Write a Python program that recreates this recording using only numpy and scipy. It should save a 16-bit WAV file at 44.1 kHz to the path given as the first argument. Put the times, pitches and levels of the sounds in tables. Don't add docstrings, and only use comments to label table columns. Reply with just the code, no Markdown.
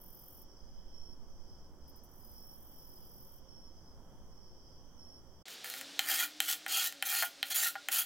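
import sys
import numpy as np
from scipy import signal
from scipy.fft import rfft, irfft
from scipy.io import wavfile

SR = 44100
rng = np.random.default_rng(int(sys.argv[2]) if len(sys.argv) > 2 else 0)


def pcm_store(signal):
    levels = np.round(np.clip(np.atleast_2d(signal), -1, 1) * 32767)
    wavfile.write(sys.argv[1], SR, levels.astype(np.int16).T)


N = 355005
T = np.arange(N) / SR
OUTSIDE_END_S, INSIDE_START_S = 5.425, 5.455

# f/Hz, width/Hz, gain/dB
TOOL_MODES = [(690, 60, -2), (790, 70, -1), (1320, 70, -2), (1420, 52, 7.5), (1760, 50, 3), (1822, 50, 6),
              (1920, 80, 1), (2150, 110, -3), (2405, 45, 5), (2480, 50, 1), (2746, 25, 3), (3003, 45, 6),
              (3130, 70, 2), (3247, 40, 6), (3420, 70, -3), (3880, 60, 0), (4010, 60, 0), (4244, 40, 4),
              (4400, 60, -3), (4685, 45, 2.5), (6322, 35, 4), (6581, 30, 1), (7000, 160, -2), (7614, 35, 1)]


def undb(db):
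    return np.exp(np.asarray(db) * (np.log(10) / 20))


def rms(x):
    return np.sqrt(np.mean(x ** 2))


def unit(x):
    return x / rms(x)


def noise():
    return rng.standard_normal(N)


def walk(rate_hz):
    return unit(np.interp(T * rate_hz, np.arange(N // 20), rng.standard_normal(N // 20)))


def curves(table):
    times_s, *columns = np.transpose(table)
    return [np.interp(T, times_s, column) for column in columns]


def gate(start_s, end_s, rise_s, fall_s):
    return np.clip((T - start_s) / rise_s, 0, 1) * np.exp(-np.clip((T - end_s) / fall_s, 0, 50))


def bump(peak_s, half_s):
    return np.exp(-np.minimum(((T - peak_s) / half_s) ** 2, 50))


def shape(x, gain):
    size = 45 * 2 ** 13
    return irfft(rfft(x, size) * gain(np.fft.rfftfreq(size, 1 / SR) + 1e-3), size)[:N]


def colour(x, points):
    hz, db = np.transpose(points)
    return unit(shape(x, lambda f: undb(np.interp(np.log(f), np.log(hz), db))))


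def band(hz, width_hz):
    return unit(shape(noise(), lambda f: np.exp(-2 * np.minimum(((f - hz) / width_hz) ** 2, 20))))


def lowpass(x, hz, order=2):
    return signal.sosfilt(signal.butter(order, hz, fs=SR, output="sos"), x + 1e-18)


def highpass(x, hz, order=2):
    return signal.sosfilt(signal.butter(order, hz, "high", fs=SR, output="sos"), x + 1e-18)


def stereo(x, left_lag_ms):
    taps = np.arange(-16, 17)
    delay = np.sinc(taps - left_lag_ms * SR / 1000) * np.hanning(len(taps))
    return np.array([np.convolve(x, delay, "same"), x])


def ring(x, modes, wander_db=0):
    out = np.zeros(len(x))
    for k, (hz, width_hz, db) in enumerate(modes):
        mode = signal.lfilter(*signal.iirpeak(hz, hz / width_hz, fs=SR), x + 1e-18)
        out += (-1) ** k * undb(db + wander_db * walk(22) if wander_db else db) * mode
    return out


def echo(x, t60_s, wet_db, gap_s):
    t = T[:SR // 2]
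    tail = rng.standard_normal(len(t)) * np.exp(-np.log(1000) * t / t60_s) * (t > gap_s)
    return x + undb(wet_db) * signal.oaconvolve(x, tail / np.linalg.norm(tail))[:N]


def insect_chorus():
    # f/Hz, width/Hz, level/dB
    bands = [(3190, 405, -78.5), (5384, 790, -71), (5985, 330, -77)]
    return sum(undb(db + 1.9 * walk(6.9)) * np.array([band(hz, width_hz), band(hz, width_hz)])
               for hz, width_hz, db in bands)


def traffic():
    # f/Hz, level/dB
    spectrum = [(20, 4.5), (50, -6.5), (68, 4), (95, -7.5), (130, -5), (230, -7), (420, -12), (650, -15.5),
                (950, -16), (1700, -28.5), (2500, -41.5), (4200, -44.5), (7500, -36), (10000, -38),
                (16000, -27.5)]
    # f/Hz, width/Hz, level/dB
    hum_bands = [(360, 12, -79.5), (537, 26, -78.5)]
    hum = sum(undb(db) * band(hz, width_hz) for hz, width_hz, db in hum_bands)
    wash = colour(noise(), spectrum) * undb(-59 + .5 * walk(2.68))
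    spread = undb(-69.5) * colour(noise(), spectrum) * np.array([[1], [-1]])
    return stereo(hum + wash, left_lag_ms=.028) + spread


def breeze():
    gusts = [(0.792, 0.27, -54), (1.3, 0.37, -54), (4.35, 0.51, -60)]
    calm_db = -57
    wind = undb(calm_db) + sum(undb(db) * bump(s, half_s) for s, half_s, db in gusts)
    common = noise()
    return wind * np.array([unit(lowpass(.59 * common + noise(), 16.6)) for _ in range(2)])


def katydids():
    # start/s, end/s, level/dB, rise/s, left lag/ms
    rasps = [(-.03, .432, -60.5, 0.0046, .002), (1.875, 1.895, -60, 0.0055, 0.027),
             (1.956, 1.972, -58, .006, .03), (2.033, 2.052, -58, .006, 0.028),
             (2.045, 3.38, -60.5, 0.16, 0.033)]
    # f/Hz, level/dB
    wing_file = [(5000, -41), (7500, -19.5), (10000, -10), (12300, -2), (13500, 3.5), (14800, 3.5),
                 (15700, -1.5)]
    stroke_hz = 44.9
    teeth = colour(noise() * undb(3 * walk(2000)), wing_file)
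    ports = 0
    for start_s, end_s, db, rise_s, lag_ms in rasps:
        throb = np.cos(2 * np.pi * stroke_hz * (T - start_s - .003))
        song = teeth * gate(start_s, end_s, rise_s, .005) * undb(db + 6.5 * throb)
        ports = ports + stereo(song, lag_ms)
    return np.array([echo(port, t60_s=.1, wet_db=-3, gap_s=.00063) for port in ports])


def crickets():
    # t/s, f/Hz, level/dB
    timed_chirps = [(.36, 5500, -70), (.55, 5100, -69), (.919, 5440, -59), (1.8, 5100, -67.5),
                    (2.2, 5070, -70), (2.34, 5430, -61), (2.73, 5460, -67.5), (2.86, 5070, -69),
                    (3.465, 5420, -60), (3.74, 5160, -68), (4.29, 5380, -65.5), (4.59, 5030, -70),
                    (4.969, 5420, -58.5)]
    # f/Hz, level/dB, mean period/s
    far_crickets = [(5250, -68, 1.15), (5050, -76, 1.5)]
    chirp_s, stroke_hz, scatter_hz = .23, 54, 125
    scatter = unit(shape(noise(), lambda f: 1 / (1 + (f / scatter_hz) ** 2)))
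    loudest_db = max(db for _, _, db in timed_chirps)
    chirps = list(timed_chirps)
    for hz, db, period_s in far_crickets:
        starts_s = period_s * (np.cumsum(1 + .15 * rng.standard_normal(9)) - rng.random() - 1)
        chirps += [(s, hz, db) for s in starts_s if 0 < s < OUTSIDE_END_S]
    direct, smeared = np.zeros(N), np.zeros(N)
    for start_s, hz, db in chirps:
        span = slice(int(start_s * SR), int((start_s + chirp_s) * SR))
        t = T[span] - start_s
        stroke = (t * stroke_hz) % 1
        phase = 2 * np.pi * np.cumsum(hz * (1 - .04 * (stroke - .5))) / SR
        swell = undb(db) * signal.windows.tukey(len(t), .18)
        nearness = np.interp(db - loudest_db, [-10, -3], [.35, .95])
        trill = scatter[span] * np.sin(2 * np.pi * hz * t)
        direct[span] += nearness * swell * 2 * np.sin(np.pi * stroke) * np.sin(phase)
        smeared[span] += np.sqrt(2 - 2 * nearness ** 2) * swell * trill
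    overtone = undb(-87.5) * unit(highpass(direct ** 2, 9000, order=4))
    ports = stereo(undb(-2) * (smeared + direct) + overtone, left_lag_ms=.042)
    return np.array([echo(port, t60_s=.09, wet_db=-5, gap_s=.001) for port in ports])


def outdoors():
    pan = np.array([[-.5], [.5]])
    chorus = insect_chorus()
    rumble = traffic() + breeze()
    return rumble * undb(4 * pan) + (chorus + crickets()) * undb(2.2 * pan) + katydids()


def room_tone():
    # f/Hz, level/dB
    spectrum = [(30, -14), (100, -6), (170, 0.5), (280, 3.5), (480, 4), (750, 5.5), (1000, -1.5),
                (1500, 4.5), (2500, 5), (3600, 9.5), (5000, 6.5), (8000, -2), (12000, -11.5), (16000, -16)]
    # t/s, level/dB
    levels = [(5.9, -50.5), (6.35, -54), (7.4, -55.8)]
    hiss_db, = curves(levels)
    return colour(noise(), spectrum) * undb(hiss_db + .5 * walk(3.42))


def pressure():
    # glide/dB, board/dB, sizzle/dB
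    strokes = [(5.476, 5.478, 5.54, .005, -56, -10, -6, 0), (5.639, 5.694, 5.8, 0.0094, -54, 0.5, -3, 3.5),
               (5.991, 6.054, 6.243, 0.045, -38, -11.5, -3, 3.5),
               (6.418, 6.475, 6.53, .007, -37.5, -8, -7, 2), (6.68, 6.674, 6.87, .055, -36.5, -8, -7, 1),
               (7.027, 7.046, 7.25, 0.025, -39, -19, -5, 4.5),
               (7.454, 7.5002, 7.683, 0.0039, -38, -17.5, -6, 4),
               (7.886, 7.912, 8.01, 0.0071, -38, -21, -7, 5)]
    # t/s, half length/s, gain/dB
    skips = [(6.176, 0.013, -7), (7.084, 0.0071, -7), (7.538, 0.0076, -14), (7.24, 0.01, -6.5)]
    release_s, board_db_per_s = .015, -21
    zones = np.zeros((3, N))
    for touch_s, bite_s, lift_s, attack_s, db, glide_db, board_db, sizzle_db in strokes:
        glide = undb(glide_db) * gate(touch_s, lift_s, .0018, release_s)
        hand = undb(db) * np.maximum(glide, gate(bite_s, lift_s, attack_s, release_s))
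        travel_s = np.clip(T, bite_s, lift_s) - (bite_s + lift_s) / 2
        for zone, gain_db in zip(zones, (0, board_db + board_db_per_s * travel_s, sizzle_db)):
            zone += hand * undb(gain_db)
    return zones * undb(sum(db * bump(s, half_s) for s, half_s, db in skips))


def chips():
    # f/Hz, level/dB
    spectrum = [(150, -28), (480, -15), (740, -4), (970, -9), (1400, 0), (1900, 1.5), (3000, -1),
                (5500, -1), (9000, -1), (12000, 0), (14300, 2.5), (15700, -1.5)]
    grit = undb(3.6 * walk(1500))
    finish = colour(noise() * grit, spectrum)
    for lag_s in (.00031, .00053, .00089):
        finish = finish + .16 * walk(25) * np.roll(finish, int(lag_s * SR))
    board = shape(finish, lambda f: f < 2500)
    sizzle = shape(finish, lambda f: f > 9000)
    return np.array([finish - board - sizzle, board, sizzle])


def tool(torn, rubbed, wander_db=0):
    return undb(-3) * torn + ring(rubbed, TOOL_MODES, wander_db)


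def scraping():
    grip = pressure() * undb(.7 * walk(160) + .5 * walk(35) + .7)
    torn, rubbed = chips(), chips()
    zone_rms = [rms(tool(tear[:SR], rub[:SR])) for tear, rub in zip(torn, rubbed)]
    drive = np.array([zone * undb(1.1 * walk(100)) / norm for zone, norm in zip(grip, zone_rms)])
    return tool(np.sum(drive * torn, axis=0), np.sum(drive * rubbed, axis=0), wander_db=3)


def knocks():
    # t/s, level/dB, hardness/Hz, relative edge tick/dB
    blows = [(5.482, -18, 2440, -4), (5.644, -14, 2610, -3.5), (5.659, -17.5, 2500, 0),
             (5.7, -19, 2500, 10), (5.739, -12.5, 2400, -1.5), (5.812, -13.5, 2400, 0),
             (5.9923, 0, 4540, -1), (6.4033, -1, 4170, 2), (6.6634, -2, 2140, -15),
             (6.9247, -17.5, 2770, -2), (7.025, -0.5, 2820, -5.5), (7.4287, -2.5, 4670, -5.5),
             (7.886, -1.5, 2657, -4.5)]
    # f/Hz, width/Hz, gain/dB
    clack_modes = [(774.5, 63, -5), (1330, 230, -14.5), (1838, 126, -1.5), (2400, 220, -2), (3133, 174, 3),
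                   (4060, 220, 1.5)]
    force, ticks = np.zeros(N), np.zeros(N)
    t = T[:512]
    impulse = 1. * (t == 0)
    for s, db, hardness_hz, tick_db in blows + chatter():
        span = slice(int(s * SR), int(s * SR) + len(t))
        force[span] += undb(db) * lowpass(impulse, hardness_hz, order=4)
        ticks[span] += undb(db + tick_db) * rng.standard_normal(len(t)) * np.exp(-t / .0009)
    body = undb(11) * ring(force, clack_modes) + undb(1.5) * ring(force, TOOL_MODES)
    return highpass(body, 590, order=3) + undb(-16) * highpass(ticks, 3600, order=1)


def engine():
    # t/s, firing rate/Hz, level/dB, relative second harmonic/dB
    run = [(5.5, 228, -81, 2), (5.7, 247, -81, 15), (5.82, 270, -65, -1.5), (5.95, 287, -65, -10),
           (6.55, 309.5, -67.5, -15), (6.86, 302, -71, -19), (6.98, 277.3, -67, 0), (7.2, 278, -83, -3),
           (7.4, 280.5, -67.5, -0.5), (7.65, 283.6, -78, 1), (7.88, 290, -68, 1), (8.05, 282.3, -80, 1)]
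    hz, db, second_db = curves(run)
    phase = 2 * np.pi * np.cumsum(hz * (1 + .00884 * walk(40))) / SR
    return np.sqrt(2) * undb(db + 2 * walk(22)) * (np.sin(phase) + undb(second_db) * np.sin(2 * phase))


def chatter():
    # t/s, length/s, level/dB, hardness/Hz
    runs = [(7.224, .024, 5, 1700), (7.754, .008, -0.5, 1520)]
    gap_s, fade_db_per_s, soften_s, tick_db = .0053, -190, .059, -27
    blows = []
    for s, length_s, db, hardness_hz in runs:
        gaps_s = gap_s * np.exp(.243 * rng.standard_normal(12))
        blows += [(s + age_s, db + fade_db_per_s * age_s, hardness_hz * np.exp(-age_s / soften_s), tick_db)
                  for age_s in np.cumsum(gaps_s) - gaps_s[0] if age_s < length_s]
    return blows


def squeaks():
    # t/s, length/s, f/Hz, level/dB
    slips = [(7.574, 0.014, 7060, -35), (7.613, 0.009, 7300, -36)]
    return np.sqrt(2) * sum(undb(db) * gate(s, s + length_s, .002, .0016) * np.sin(2 * np.pi * hz * T)
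                            for s, length_s, hz, db in slips)


def workshop():
    scraper = scraping() + squeaks() + knocks()
    return echo(scraper, t60_s=.17, wet_db=-8.5, gap_s=.0019) + room_tone() + engine()


def scene():
    outside = outdoors() * gate(0, OUTSIDE_END_S, .00067, .0013)
    inside = workshop() * gate(INSIDE_START_S, N / SR, .00054, .002)
    return outside + inside


def record(dry):
    return signal.sosfilt(signal.ellip(10, .2, 80, 16000, fs=SR, output="sos"), dry)


dry = scene()
out = record(dry)
pcm_store(out)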